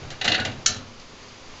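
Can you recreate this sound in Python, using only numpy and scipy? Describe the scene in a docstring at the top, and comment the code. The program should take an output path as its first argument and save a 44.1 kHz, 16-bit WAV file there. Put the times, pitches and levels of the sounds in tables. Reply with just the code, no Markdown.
"""A metal lever clatters over a notched wheel as the last reel of an old fruit machine runs out.
The lever drops in, the reel clangs to rest, and a moment later a steel latch snaps home with a loud clack.
The clatter and the clack echo in the room, and the hollow cabinet booms under the blows.
Behind them the clockwork whirrs and runs down, leaving a few faint ticks, room noise and a soft hum."""
import sys
import numpy as np
from scipy import signal
from scipy.fft import irfft
from scipy.io import wavfile

SR = 44100
rng = np.random.default_rng(int(sys.argv[2]) if len(sys.argv) > 2 else 0)


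def pcm_store(signal):
    """Save signal as 16-bit PCM."""
    levels = np.round(np.clip(np.atleast_2d(signal), -1, 1) * 32767)
    wavfile.write(sys.argv[1], SR, levels.astype(np.int16).T)


N = 70560
BANDWIDTH_HZ = 8400  # the noises hold nothing above this

# The lever hits the teeth. Each row: start in seconds, level in dB, treble boost or cut in dB,
# level of the frame's clank in dB, rise time in seconds.
TOOTH_HITS = [(0.025, -53, -1, -42, .003), (0.1027, -35, 5.5, -49, 0.0013), (0.113, -51.5, 15, -39, .001),
              (.212, -22, -4, -32, 0.0017), (0.242, -27.5, 6, -29, 0.0033), (.251, -21.5, -3, -35, 0.00072),
              (0.257, -43, 2.5, -41, 0.0023), (0.2769, -14.5, -5, -35, 0.0038),
              (0.294, -41, 17.5, -32.5, .002), (0.3165, -15, -9.5, -27, 0.0038),
              (0.3421, -18, -11.5, -47, 0.0034), (0.3483, -24, -8, -48.5, 0.0025),
              (0.376, -54, 13.5, -30, .003), (0.398, -23, -6.5, -37.5, 0.0013),
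              (.414, -45, -5, -53.5, 0.0034), (0.4493, -23, 3, -30, 0.0022), (0.472, -46, -6, -41, 0.0027),
              (0.514, -38, -2.5, -44.5, .002)]
# The tone of the bright lever and the duller frame. Each row: frequency in Hz, relative level in dB.
LEVER_COLOUR = [(500, -31), (1100, -34), (1500, -5), (1950, 0), (2250, -15), (2850, 1.5), (3300, -5),
                (4050, 1.5), (4700, -6), (5250, -11), (6900, -11.5), (7700, -15.5), (8300, -18.5)]
FRAME_COLOUR = [(90, -9), (220, 1), (400, -3), (630, 3.5), (760, 2), (1050, -10.5), (1500, 0.5),
                (1900, -5.5), (2600, -3.5), (6000, -22.5)]
# The steel wheel's notes. Each row: pitch in Hz, level in dB relative to the hit, fade time in seconds.
WHEEL_NOTES = [(748, -18, .34), (899, -27, .2), (1795, -21, .25), (1846, -19, .2), (2007, -16, .26),
               (2029, -17, .26), (2813, -15, .26), (2847, -14, .26), (3461, -22, .22), (3493, -23, .22),
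               (3810, -15, .26), (4060, -18, .22), (4490, -19, .22)]


def lever(treble_hz=5000, crash_fade_s=0.071, echo_db=-11.5):
    """Each tooth makes the lever crash, the frame clank and the wheel ring."""
    steel, frame, clatter = noise(LEVER_COLOUR), noise(FRAME_COLOUR), np.zeros(N)
    treble = signal.sosfiltfilt(signal.butter(4, treble_hz, "high", fs=SR, output="sos"), steel)
    for start, db, treble_db, frame_db, rise in TOOTH_HITS:
        crash = steel + (from_db(treble_db) - 1) * treble
        clatter += from_db(db) * blow(start, rise, crash_fade_s) * crash
        clatter += from_db(frame_db) * blow(start, rise_s=0.004, fade_s=0.2) * frame
    ringing = ring(WHEEL_NOTES, [(start, db, rise) for start, db, _, _, rise in TOOTH_HITS])
    return clatter + from_db(echo_db) * room(clatter) + ringing


# The latch snaps and chatters. Each row: start in seconds, relative level in dB, rise time in seconds.
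LATCH_HITS = [(0.6597, -10.5, 0.0025), (0.6632, -15.5, 0.0014), (0.674, -37, 0.00049),
              (0.693, -24.5, 0.00088), (0.743, -31.5, 0.0038), (0.764, -34, 0.0022)]
# The tone of its crack. Each row: frequency in Hz, relative level in dB.
LATCH_COLOUR = [(400, -26.5), (1000, -22), (1500, -1.5), (2200, -7), (2450, -6), (3000, -4), (3450, -6.5),
                (4200, 1.5), (5200, -3.5), (5650, 3), (6400, 2.5), (6750, -2.5), (7050, -2), (7350, -15),
                (7700, 0), (8300, -23.5)]
# The notes of the latch and of the frame it knocks on.
# Each row: pitch in Hz, level in dB relative to ring_db or knock_db, fade time in seconds.
LATCH_NOTES = [(1760, -19, .3), (2200, -17, .08), (3171, -25, .22), (3881, -21, .18), (4323, -18, .08),
               (4441, -21, .22), (5669, -15, .15), (6128, -13, .14), (6690, -11, .11), (6780, -14, .08),
               (6860, -13, .08), (6950, -14, .08), (7162, -12, .17)]
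KNOCK_NOTES = [(415, -5.5, 0.6), (630, 0, 0.08), (731, 0, 0.11)]


def latch(crack_db=-0.5, ring_db=-11, knock_db=-39, knock_rise_s=0.051, echo_db=-3):
    """A hard, bright crack; the first hit leaves small steel parts ringing and knocks on the frame."""
    hits = sum(from_db(db + crack_db) * blow(start, rise, fade_s=0.022) for start, db, rise in LATCH_HITS)
    crack = noise(LATCH_COLOUR) * hits
    start, _, rise = LATCH_HITS[0]
    ringing = ring(LATCH_NOTES, [(start, ring_db, rise)])
    knock = ring(KNOCK_NOTES, [(start, knock_db, knock_rise_s)])
    return crack + from_db(echo_db) * room(crack) + ringing + knock


# The reel bumps the lever. Each row: start in seconds, level in dB, rise time in seconds.
REEL_BUMPS = [(0.349, -37.5, 0.0069), (0.387, -30.5, .006), (0.411, -30.5, 0.0031)]
# The reel's notes. Each row: pitch in Hz, level in dB relative to the bump, fade time in seconds.
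CLANG_NOTES = [(1462, 0, .2), (1505, -5, .15), (1631, -6, .15), (1715, -4, .15)]


def reel():
    """The hollow reel clangs as it rocks to rest against the lever."""
    return ring(CLANG_NOTES, REEL_BUMPS)


# Thumps passed on to the cabinet. Each row: start in seconds, level in dB.
THUMPS = [(.28, -37.5), (0.391, -33.5), (0.458, -37), (.685, -39), (.75, -36)]
# The tone of its boom. Each row: frequency in Hz, relative level in dB.
CABINET_COLOUR = [(45, -24.5), (75, -26), (96, 2), (135, -1.5), (165, -31.5), (235, 5), (320, -8.5),
                  (650, -18.5), (1000, -18), (3000, -43)]
# Its panels' low notes. Each row: pitch in Hz, level in dB relative to the thump, fade time in seconds.
PANEL_NOTES = [(80, -9.5, 0.21), (95.7, 4, 0.38), (130, -4, 0.36), (211, -8, 0.72), (249, -10.5, .48)]


def cabinet(boom_db=-5, rise_s=0.014):
    """The panels of the hollow case swell and boom after the blows."""
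    swells = sum(from_db(db + boom_db) * blow(start, rise_s, fade_s=0.45) for start, db in THUMPS)
    boom = noise(CABINET_COLOUR) * swells
    return boom + ring(PANEL_NOTES, [(start, db, rise_s) for start, db in THUMPS])


# The last faint ticks. Each row: start in seconds, level in dB.
TICKS = [(0.997, -44.5), (1.012, -48.5), (1.229, -48), (1.282, -47.5)]
# Their thin tone. Each row: frequency in Hz, relative level in dB.
TICK_COLOUR = [(1000, -9), (2300, -8), (3000, -9), (4800, 1), (5500, -9), (6400, -9), (7800, -15)]


def ticks():
    """Small parts tick as they settle inside the case."""
    taps = sum(from_db(db) * blow(start, rise_s=0.0018, fade_s=0.079) for start, db in TICKS)
    return noise(TICK_COLOUR) * taps


# How loud the clockwork is. Each row: time in seconds, level in dB.
WHIRR_LEVELS = [(0, -40), (.1, -42), (.2, -49.5), (.55, -41), (.8, -43), (.92, -61), (1.6, -64.5)]
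# Its low tone. Each row: frequency in Hz, relative level in dB.
WHIRR_COLOUR = [(20, 3), (55, 1), (85, 8), (130, 12.5), (200, -2), (550, -1), (1100, -12.5), (1800, -12.5),
                (3500, -20.5), (7000, -24), (8200, -46.5)]


def clockwork():
    """The clockwork whirrs, then runs down."""
    return level(WHIRR_LEVELS) * noise(WHIRR_COLOUR)


# How loud the room noise is. Each row: time in seconds, level in dB.
ROOM_LEVELS = [(0, -43), (.95, -45), (1.25, -43.5), (1.45, -43.5), (1.6, -41.5)]
# Its tone. Each row: frequency in Hz, relative level in dB.
ROOM_COLOUR = [(20, 13), (35, -7), (60, 0.5), (125, 0.5), (180, -3.5), (260, -2.5), (700, -6), (1150, -4),
               (1550, -9.5), (2300, -8), (4200, -11), (4800, -8.5), (5400, -13.5), (6500, -12.5),
               (7600, -20.5), (8200, -15.5)]
# Faint humming notes. Each row: pitch in Hz, level in dB.
HUM_NOTES = [(244, -61), (422, -64.5), (522, -62)]


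def background(hum_width_hz=6):
    """Nearly steady room noise, with a wavering hum made from very narrow bands of noise."""
    hum = np.zeros(N)
    for hz, db in HUM_NOTES:
        narrow_band = signal.iirpeak(hz, hz / hum_width_hz, fs=SR)
        hum += from_db(db) * rms_one(signal.lfilter(*narrow_band, rng.standard_normal(N)))
    return level(ROOM_LEVELS) * noise(ROOM_COLOUR) + hum


# How long the room echoes. Each row: frequency in Hz, fade time in seconds.
ECHO_FADES = [(150, 0.42), (800, 0.6), (2000, 0.33), (4000, 0.3), (7000, 0.13)]


def room(sound, delay_s=0.0046, build_s=0.0027):
    """The room answers a sound with a smooth wash of echoes that dies sooner in the treble."""
    edges_hz, echo = np.geomspace(60, 9000, 9), np.zeros(N)
    for low, high in zip(edges_hz, edges_hz[1:]):
        band_filter = signal.butter(2, [low, high], "band", fs=SR, output="sos")
        band = signal.sosfilt(band_filter, rng.standard_normal(N))
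        echo += band * blow(delay_s, build_s, at_hz(ECHO_FADES, np.sqrt(low * high)))
    echo *= np.sqrt(2 * edges_hz[-1] / SR / np.sum(echo ** 2))  # about as loud as the sound itself
    return signal.fftconvolve(sound, echo)[:N]


def blow(start_s, rise_s, fade_s):
    """The loudness of one hit: it rises, then drops by 60 dB over each fade time."""
    age = np.arange(N) / SR - start_s
    rising = np.clip(age / max(rise_s, 1e-4), 0, 1)
    return rising * from_db(-60 * np.maximum(age - rise_s, 0) / fade_s)


def ring(notes, hits):
    """Every hit sets each of an object's notes ringing, with a slightly random strength."""
    ringing, t = np.zeros(N), np.arange(N) / SR
    for start, db, rise in hits:
        for hz, note_db, fade in notes:
            gain = from_db(db + note_db + rng.standard_normal())
            ringing += gain * blow(start, rise, fade) * np.sin(2 * np.pi * (hz * t + rng.random()))
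    return ringing


def noise(colour):
    """A crowd of notes too close to tell apart; the colour sets how strong the lows and highs are."""
    hz = np.arange(N // 2 + 1) * SR / N
    strengths = from_db(at_hz(colour, hz)) * (hz < BANDWIDTH_HZ)
    phases = np.exp(2j * np.pi * rng.random(len(hz)))
    return rms_one(irfft(strengths * phases, N))


def level(rows):
    """A volume that glides between rows of seconds and dB."""
    return from_db(np.interp(np.arange(N) / SR, *np.transpose(rows)))


def at_hz(rows, hz):
    """Read between a table's rows, giving every octave the same space."""
    row_hz, values = np.transpose(rows)
    return np.interp(np.log(hz + 1e-3), np.log(row_hz), values)


def from_db(db):
    """Turn decibels into a number to multiply by."""
    return 10 ** (np.asarray(db) / 20)


def rms_one(sound):
    """Scale a sound to an average power of one."""
    return sound / np.sqrt(np.mean(sound ** 2) + 1e-20)


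def scene():
    """The machine heard from just in front, in one channel."""
    return (lever() + reel() + latch() + cabinet() + ticks() + background() + clockwork())[None]


def record(dry, clip_level=0.61, cutoff_hz=15700):
    """A microphone that misses the highest treble; the loudest crack overloads it and spits a little."""
    narrow = signal.sosfilt(signal.cheby2(12, 60, BANDWIDTH_HZ + 200, fs=SR, output="sos"), dry)
    clipped = np.clip(narrow, -clip_level, clip_level)
    softened = signal.sosfilt(signal.butter(6, 9000, fs=SR, output="sos"), clipped)
    return signal.sosfilt(signal.cheby2(8, 60, cutoff_hz, fs=SR, output="sos"), softened)


dry = scene()
out = record(dry)
pcm_store(out)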